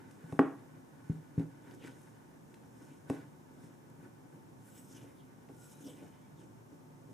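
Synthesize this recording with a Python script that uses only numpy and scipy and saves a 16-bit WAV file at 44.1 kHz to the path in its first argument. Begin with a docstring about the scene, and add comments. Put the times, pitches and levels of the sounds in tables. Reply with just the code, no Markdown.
"""In a small quiet kitchen, a silicone spatula folds dry powder in a glass bowl held on a wooden table.
The powder hisses and the blade rubs the glass: random tiny slips, coloured and swelling with each stroke.
Now and then the bowl rocks and knocks on the wood: sums of dying tones, kept short and hollow by a hand.
Small snaps and clicks stand out, and a low room rumble, made of coloured noise, lies under it all."""
import sys
import numpy as np
from scipy import signal
from scipy.fft import rfft, irfft
from scipy.io import wavfile

SR = 44100
rng = np.random.default_rng(int(sys.argv[2]) if len(sys.argv) > 2 else 0)


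def pcm_store(signal):
    """Save signal as 16-bit PCM."""
    levels = np.round(np.clip(np.atleast_2d(signal), -1, 1) * 32767)
    wavfile.write(sys.argv[1], SR, levels.astype(np.int16).T)


N = 314433
TIME = np.arange(N) / SR  # seconds
RING_TIME = TIME[:SR // 2]  # the half second given to each struck sound

# All levels in dB are relative: the mix adds its own gains.
# The blade sweeps through the powder. Each row: moment of fastest motion in seconds, rise in seconds,
# fall in seconds, then levels in dB of sliding powder, rubbing on glass, shove on the heap, fine dust.
STROKES = [(0.13, 0.14, 0.12, -82, -75, -53, -84), (0.32, 0.084, 0.17, -75, -65.5, -60, -73),
           (1.10, 0.068, 0.084, -78.5, -66.5, -56, -80), (1.401, 0.017, 0.031, -73.5, -62, -39, -79),
           (1.74, 0.14, 0.04, -77, -66.5, -53, -78), (1.852, 0.038, 0.062, -70.5, -60, -50, -84),
           (2.01, 0.13, 0.14, -77.5, -69, -59.5, -73), (2.51, 0.044, 0.057, -80, -83, -63, -88),
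           (2.83, 0.094, 0.17, -75.5, -72, -57, -75), (3.11, 0.022, 0.093, -70.5, -57, -46, -71),
           (3.64, 0.088, 0.074, -76, -69, -57, -75), (4.04, 0.063, 0.075, -84, -74, -54.5, -78),
           (4.33, 0.051, 0.12, -90, -79, -60, -78), (4.685, 0.043, 0.029, -82, -72, -56, -64),
           (4.785, 0.078, 0.071, -69.5, -75, -68, -65), (4.925, 0.033, 0.023, -67.5, -85, -63, -69),
           (4.965, 0.022, .03, -69, -68, -57.5, -70), (5.03, 0.15, 0.068, -74, -70.5, -53.5, -74),
           (5.645, 0.093, 0.032, -70.5, -81, -66, -65), (5.72, 0.046, 0.047, -67, -81, -68, -67),
           (5.82, 0.043, 0.02, -68, -77, -56, -68), (5.874, 0.05, 0.11, -69, -92, -51, -66),
           (6.04, 0.062, 0.093, -77, -72, -51, -82), (6.40, 0.026, 0.094, -75.5, -73, -55, -85),
           (6.74, 0.042, 0.044, -83, -75, -54.5, -86), (7.12, 0.066, 0.1, -82, -75.5, -53.5, -80)]
# The blade rasps along the wall; near 7.9 kHz the glass sings, above 12 kHz fine dust fizzes.
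# Each row: moment of firmest contact in seconds, rise in seconds, fall in seconds, level in dB,
# resonance in Hz, width of one filter pass in Hz, glide in octaves per second.
RASPS = [(1.9, 0.023, .025, -71.5, 3000, 2000, -2), (1.845, 0.031, 0.031, -64, 2400, 1600, -8),
         (2.92, 0.032, 0.028, -71.5, 2450, 1400, -2), (5.2, .025, 0.03, -76, 3200, 1300, -1),
         (4.775, 0.064, 0.042, -76, 2860, 1200, -3), (4.79, .08, 0.09, -71.5, 7950, 300, 0.5),
         (4.77, 0.073, 0.28, -74, 13400, 3800, -1), (4.917, .009, 0.014, -66, 6400, 1800, 2),
         (4.955, 0.013, .025, -65.5, 5900, 1200, 0), (4.975, 0.034, 0.12, -68.5, 2900, 1300, -3),
         (5.65, .05, .04, -72, 7900, 260, 0.5), (5.72, 0.086, 0.026, -72, 12000, 4800, 0),
         (5.87, 0.065, .13, -76, 12700, 3200, 0), (5.66, 0.1, 0.15, -75, 1420, 74, 0),
         (6.2, 0.058, 0.037, -79, 3100, 600, 1), (5.745, .08, .06, -78.5, 3920, 140, 0),
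         (5.74, 0.047, 0.064, -80, 2520, 170, -0.5), (5.868, .018, 0.016, -65, 5560, 1200, -3),
         (5.90, 0.035, .04, -69, 8000, 298, -0.5), (5.885, 0.034, 0.063, -67, 3160, 1200, -1),
         (5.885, 0.025, .05, -61.5, 550, 240, -2), (6.04, 0.033, 0.027, -60, 660, 370, 0),
         (5.995, 0.035, 0.1, -71.5, 2350, 1100, -0.5), (6.17, 0.07, 0.14, -84, 2400, 760, -1),
         (6.40, 0.027, 0.04, -74, 3300, 940, -8)]
# Colours of the sliding powder, fine dust, rubbing blade, cracking crumbs and shoved heap.
# Each row: frequency in Hz, level in dB per Hz.
POWDER_COLOUR = [(1000, -41), (2500, 2.5), (3700, -2.5), (4300, -2.5), (4700, -19), (5100, 5), (7000, 4),
                 (9500, 0.5), (12000, -11), (15000, -21)]
DUST_COLOUR = [(2000, -32), (5000, -13), (7000, -4.5), (8000, -1), (10000, 4), (13000, -8), (15000, -8)]
RUB_COLOUR = [(500, -8.5), (830, 7), (1200, -1), (1550, 5.5), (1900, -1), (2450, -5.5), (3300, -16),
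              (4600, -20.5), (8000, -35)]
GRIT_COLOUR = [(1200, -10), (2500, 1), (3800, 6), (4600, 0), (6000, -6), (9000, -7), (13000, -3),
               (15000, -13)]
HEAP_COLOUR = [(60, -39), (130, 10), (220, 1.5), (280, 15), (380, 4.5), (520, 2), (640, -9), (820, -9),
               (1200, -22), (2500, -48)]
# The bowl knocks on the table. Each row: start in seconds, table thud in dB, bowl ring in dB,
# contact hardness as the ring's upper limit in Hz, glass click in dB, damping by the hand (1 = usual).
KNOCKS = [(0.24, -35, -47, 703, -61.5, 0.87), (0.3230, -26.5, -22.5, 940, -49.5, 1.04),
          (0.3903, -39, -1.5, 6060, -39, 1.07), (0.3971, -49, -13, 960, -58, 3.7),
          (1.0954, -18, -16, 192, -72, 1), (1.3767, -17, -11.5, 215, -73, 1.02),
          (1.3946, -28, -15.5, 360, -51, 1.53), (3.095, -47, -35, 202, -75, 2.5),
          (3.0976, -22, -11, 780, -38.5, 1.55), (3.635, -41, -38, 500, -66, 0.99),
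          (3.99, -41, -40, 503, -73, 1.2), (5.041, -68, -36, 700, -75, 1.45),
          (5.492, -45.5, -32.5, 700, -68, 0.89)]
# Small snaps of the blade or cracking crumbs; near 3.099 s the bowl's glass clicks in a knock.
# Each row: start in seconds, level in dB, centre of the snap's colour in Hz.
TICKS = [(0.1110, -46.5, 7160), (1.384, -47, 1990), (1.711, -48, 3700), (1.747, -49, 10900),
         (1.824, -46, 2800), (1.84, -45, 2430), (1.861, -49, 5540), (1.8725, -37, 1750),
         (1.8746, -42, 2200), (1.879, -39, 1740), (2.017, -52, 10500), (2.542, -44.5, 3320),
         (2.545, -54, 7000), (3.0990, -38.5, 8700), (3.0996, -42, 2600), (3.9003, -52.5, 8640),
         (5.251, -58, 12000), (5.488, -50, 2600), (6.215, -58, 12000)]
# Tones of the table top, of the bowl standing on it, and of the glass wall.
# Each row: frequency in Hz, level in dB, time to fade by 60 dB in seconds at damping 1.
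TABLE_MODES = [(99, -35, 0.061), (140, -13, 0.091), (157.5, -6.5, 0.13), (210.6, -20, 0.22)]
BOWL_MODES = [(174, -15.5, 0.058), (256, -28, 0.065), (280.7, -13.5, 0.25), (319, -28.5, 0.32),
              (357, -26.5, 0.13), (394, -13, 0.061), (434, -22, 0.059), (566, -21.5, 0.042),
              (691, -19, 0.04), (811, -14.5, 0.034), (890, -26, 0.03), (1103, -22, 0.037),
              (1144, -21, 0.03), (1665, -19.5, 0.013), (1880, -21, 0.016), (2165, -30, 0.017),
              (2525, -24.5, 0.012), (2860, -30.5, 0.011), (3400, -33.5, 0.0077)]
GLASS_MODES = [(1610, -8, 0.015), (1900, -6, 0.014), (2170, -4.5, 0.0092), (2570, -10.5, 0.016),
               (3500, -10, 0.0067), (4950, -23, 0.021), (5950, -29, 0.018), (8000, -21, 0.028),
               (8800, -25, 0.015), (8900, -24, 0.068), (11300, -25, .045)]
# How fast the kitchen's echoes die. Each row: frequency in Hz, time to fade by 60 dB in seconds.
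ROOM_FADE = [(100, 0.4), (280, 0.26), (600, 0.4), (1400, 0.41), (2700, 0.41), (5000, 0.12), (12000, 0.38)]
# How the kitchen colours its echoes. Each row: frequency in Hz, gain in dB.
ROOM_COLOUR = [(80, -11.5), (170, 0.5), (270, -2), (350, 1.5), (510, 1.5), (660, 0.5), (1000, -0.5),
               (2500, -2), (5000, 9), (12000, -5)]
# Colour of the background. Each row: frequency in Hz, level in dB per Hz.
AMBIENT_COLOUR = [(20, -26), (45, -19), (80, -13), (115, 2), (210, 0), (300, -4.5), (480, -8), (620, -11.5),
                  (900, -11), (1300, -17.5), (2500, -27.5), (4600, -34.5), (5600, -29), (15000, -36.5)]
# Resonances of the room's rumble. Each row: frequency in Hz, width in Hz, boost in dB (negative = dip).
RUMBLE = [(71, 14, 8), (113.7, 6.2, 7.5), (149, 13.3, 6.5), (185, 6, -5), (261, 13.8, 10), (286, 14, 3),
          (358, 22.5, 7), (553, 14, 5.5), (772, 23, 2), (892, 23, 8)]
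# How alike left and right begin. Each row: frequency in Hz, likeness (1 = same, -1 = opposite).
LIKENESS = [(40, 0.0), (80, 0.15), (120, 0.4), (220, 0.25), (400, -0.17), (700, -0.32), (1400, -0.28),
            (3100, -0.24), (6800, 0.53), (15000, 0.49)]


def stirring():
    """The blade's sounds bounce about in the bowl, while the heap's shove is heard without those echoes."""
    blade = amp(4.5) * powder() + amp(-1.5) * dust() + rubbing() + amp(3.0) * rasp()
    return in_bowl(blade, echo_db=-15.5) + amp(-0.5) * heap()


def powder():
    """Thousands of grains slide each second, blending into a fluttering hiss."""
    hiss = colour(grains(per_s=6000, spread_db=2.0), POWDER_COLOUR)
    return hiss * effort(drag_db=-100, column=3) * flutter(per_s=120, depth_db=1.7)


def dust():
    """Fine dust fizzes on the glass, higher in pitch than the powder."""
    fizz = colour(grains(per_s=6000, spread_db=2.0), DUST_COLOUR)
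    return fizz * effort(drag_db=-82, column=6) * flutter(per_s=59, depth_db=0.3)


def rubbing():
    """The blade sticks and slips on the glass, and crumbs crack under the same pressure."""
    pressing = effort(drag_db=-72.5, column=4)
    rub = colour(grains(per_s=3000, spread_db=0.0), RUB_COLOUR) * flutter(per_s=36, depth_db=3.0)
    grit = colour(grains(per_s=440, spread_db=0.5), GRIT_COLOUR)
    return pressing * (amp(5.5) * rub + amp(-11) * grit)


def rasp():
    """Fine slips drive a resonance, new for each row: the rasping blade, singing glass or fizzing dust."""
    slips = grains(per_s=7900, spread_db=4.5)
    slips = slips + 0.5 * slips[::-1]  # each side also hears some of the other
    out = np.zeros((2, N))
    for peak, rise, fall, db, hz, width, glide in RASPS:
        near = abs(TIME - peak) < 0.5
        octaves = np.clip(glide * (TIME[near] - peak), -0.5, 0.5)
        sound = resonate(slips[:, near], hz * 2 ** octaves, width)
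        out[:, near] += amp(db) * swell(peak, rise, fall)[near] * sound
    return out * flutter(per_s=29, depth_db=2.0)


def heap():
    """The blade shoves the heap against the bowl, a low scuffle."""
    scuffle = colour(grains(per_s=900, spread_db=0.5), HEAP_COLOUR)
    return scuffle * effort(drag_db=-59.5, column=5) * flutter(per_s=13, depth_db=2.5)


def effort(drag_db, column):
    """Gain of one part of the stirring: every stroke swells out of a light drag."""
    strokes = sum((amp(row[column]) * swell(*row[:3])) ** 2 for row in STROKES)
    drag = amp(drag_db - 1.3 * TIME)  # eases by 1.3 dB per second as the powder loosens
    return np.sqrt(strokes + drag ** 2)


def swell(peak, rise, fall):
    """The sound gathers strength up to the peak, then dies down: a pointed swell."""
    t = TIME - peak
    return np.exp(-abs(t) / np.where(t < 0, rise, fall))


def in_bowl(x, echo_db):
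    """Echoes between the bowl's walls and the table comb the sound of the blade."""
    count = 12
    delays = rng.uniform(0.00054, 0.0093, count)  # seconds
    signs = rng.choice([-1, 1], count)
    out = x.copy()
    for delay, sign in zip(delays, signs):
        lag = round(delay * SR)
        out[:, lag:] += sign * amp(echo_db) * x[:, :N - lag]
    return out / np.sqrt(1 + count * amp(echo_db) ** 2)


def centred(x, width):
    """A small source close in front reaches both sides almost alike."""
    mid = x.mean(0)
    return mid + width * (x - mid)


def knocks():
    """The rocking bowl thumps the table, rings as the hand allows, and clicks where glass meets wood."""
    out = np.zeros(N)
    for start, thud_db, ring_db, hard_hz, click_db, damping in KNOCKS:
        thud = soften(ring(TABLE_MODES, lag=0.0004, damping=damping), hz=393, order=4)
        bowl = radiate(ring(BOWL_MODES, lag=0.000938, damping=damping), hz=188)
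        glass = click(crack=0.46, length=0.0012, top_hz=8240)
        add(out, start, amp(thud_db) * radiate(thud, hz=95))
        add(out, start + 0.00027, amp(ring_db) * soften(bowl, hard_hz))
        add(out, start + 0.001254, amp(click_db) * glass)
    return out


def ticks():
    """Small snaps, cracks and clicks set off the glass wall, each with a colour of its own."""
    out = np.zeros(N)
    for start, db, hz in TICKS:
        snap = click(crack=0.83, length=0.0033, top_hz=11600)
        spot = signal.lfilter(*signal.iirpeak(hz, 2, fs=SR), snap)
        add(out, start, amp(db) * (0.4 * spot + 0.11 * snap))
    return out


def click(crack, length, top_hz):
    """A brief crack of grit, fading over length seconds, with the short ring of the glass wall."""
    noise = rng.standard_normal(len(RING_TIME)) * np.exp(-RING_TIME / length)
    grit = radiate(soften(noise, top_hz), hz=567)
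    return 1.42 * ring(GLASS_MODES, lag=0.00026) + crack * grit


def ring(modes, lag, damping=1):
    """Dying tones; bending waves carry the treble first (lag: seconds of delay at 1 kHz)."""
    out = np.zeros(len(RING_TIME))
    for hz, db, fade in modes:
        t = np.maximum(RING_TIME - lag * np.sqrt(1000 / hz), 0)
        decay = 10 ** (-3 * t * damping / fade)
        out += amp(db) * decay * np.sin(2 * np.pi * hz * t)
    return out


def off_table(x, echo_db, delay):
    """The table top throws a knock back a moment later, with opposite sign on the two sides."""
    lag = round(delay * SR)
    echo = amp(echo_db) * np.concatenate([np.zeros(lag), x])[:N]
    return np.array([echo, -echo])


def kitchen(x, wet_db, width, build):
    """Dense reflections that swell within milliseconds and die band by band."""
    taps = rng.choice([-1., 1.], (2, SR)) * (rng.random((2, SR)) < 0.5)
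    taps *= 1 - np.exp(-TIME[:SR] / build)
    hz, t, bands = signal.stft(taps, SR, nperseg=512)
    decay = 10 ** (-3 * t / read(ROOM_FADE, hz)[:, None])
    bands = bands * amp(read(ROOM_COLOUR, hz))[:, None] * decay
    mid, side = signal.istft(bands, SR, nperseg=512)[1]
    tail = np.array([mid + width * side, mid - width * side]) / np.linalg.norm(mid)
    return x + amp(wet_db) * signal.fftconvolve(x[None], tail, axes=1)[:, :N]


def ambience():
    """Steady low rumble of the room, with faint hiss; its resonances reach both sides alike."""
    mid, side = rng.standard_normal((2, N))
    return amp(-56.5) * colour(np.array([boost(mid, RUMBLE), side]), AMBIENT_COLOUR)


def boost(x, peaks):
    """Lifts or dips narrow resonances in a broad sound."""
    hz = np.fft.rfftfreq(N, 1 / SR)
    gain_db = sum(db / (1 + (2 * (hz - centre) / width) ** 2) for centre, width, db in peaks)
    return irfft(rfft(x) * amp(gain_db), N)


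def grains(per_s, spread_db):
    """Two random trains of tiny slips; a wider spread makes a few much larger than the rest."""
    size = amp(spread_db * np.minimum(rng.exponential(1, (2, N)), 4))
    happens = rng.random((2, N)) < per_s / SR
    return unit(size * rng.standard_normal((2, N)) * happens)


def flutter(per_s, depth_db):
    """A gain that wanders at random, heading for a new value per_s times a second."""
    knots = rng.standard_normal(N // 100)
    return amp(depth_db * np.interp(TIME * per_s, np.arange(len(knots)), knots))


def colour(pair, spectrum):
    """Two unrelated signals become a partly alike stereo pair with this spectrum."""
    hz = np.fft.rfftfreq(N, 1 / SR)
    mid, side = rfft(pair) * amp(read(spectrum, hz))
    alike = read(LIKENESS, hz)
    mid, side = mid * np.sqrt(1 + alike), side * np.sqrt(1 - alike)
    return unit(irfft(np.array([mid + side, mid - side]), N))


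def resonate(x, hz, width):
    """A resonance that follows the curve hz: shift it down to zero, smooth twice, shift back."""
    turn = np.exp(2j * np.pi * np.cumsum(hz) / SR)
    keep = np.exp(-np.pi * width / SR)
    low = x / turn
    for _ in range(2):
        low = signal.lfilter([1 - keep], [1, -keep], low)
    return unit((turn * low).real)


def radiate(x, hz):
    """A small body pushes little air at low frequencies."""
    return signal.lfilter(*signal.butter(3, hz, "high", fs=SR), x)


def soften(x, hz, order=2):
    """A softer, longer contact leaves out the high frequencies."""
    return signal.lfilter(*signal.butter(order, hz, fs=SR), x)


def read(points, hz):
    """A curve joined by straight lines over log frequency."""
    f, value = np.transpose(points)
    return np.interp(np.log(hz + 1), np.log(f + 1), value)


def add(mix, start, sound):
    """Lays a sound into the mix at start seconds, cut off at the end."""
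    part = mix[round(start * SR):][:len(sound)]
    part += sound[:len(part)]


def amp(db):
    """Decibels to a plain gain."""
    return 10 ** (np.asarray(db) / 20)


def unit(x):
    """Scales a sound to an average (RMS) level of 1."""
    return x / np.sqrt(np.mean(x ** 2) + 1e-20)


def scene():
    """Knocks ring out into the kitchen over the soft stirring and the room's rumble."""
    blows = knocks() + ticks()
    struck = kitchen(blows, wet_db=-10.0, width=0.35, build=0.0087)
    struck = struck + off_table(blows, echo_db=-16.5, delay=0.0008)
    return centred(stirring(), width=0.45) + struck + ambience()


def record(dry):
    """A steep low-pass ends the treble at 15350 Hz."""
    low_pass = signal.firwin(401, 15350, window=("kaiser", 8), fs=SR)
    return signal.oaconvolve(dry, low_pass[None], "same")


dry = scene()
out = record(dry)
pcm_store(out)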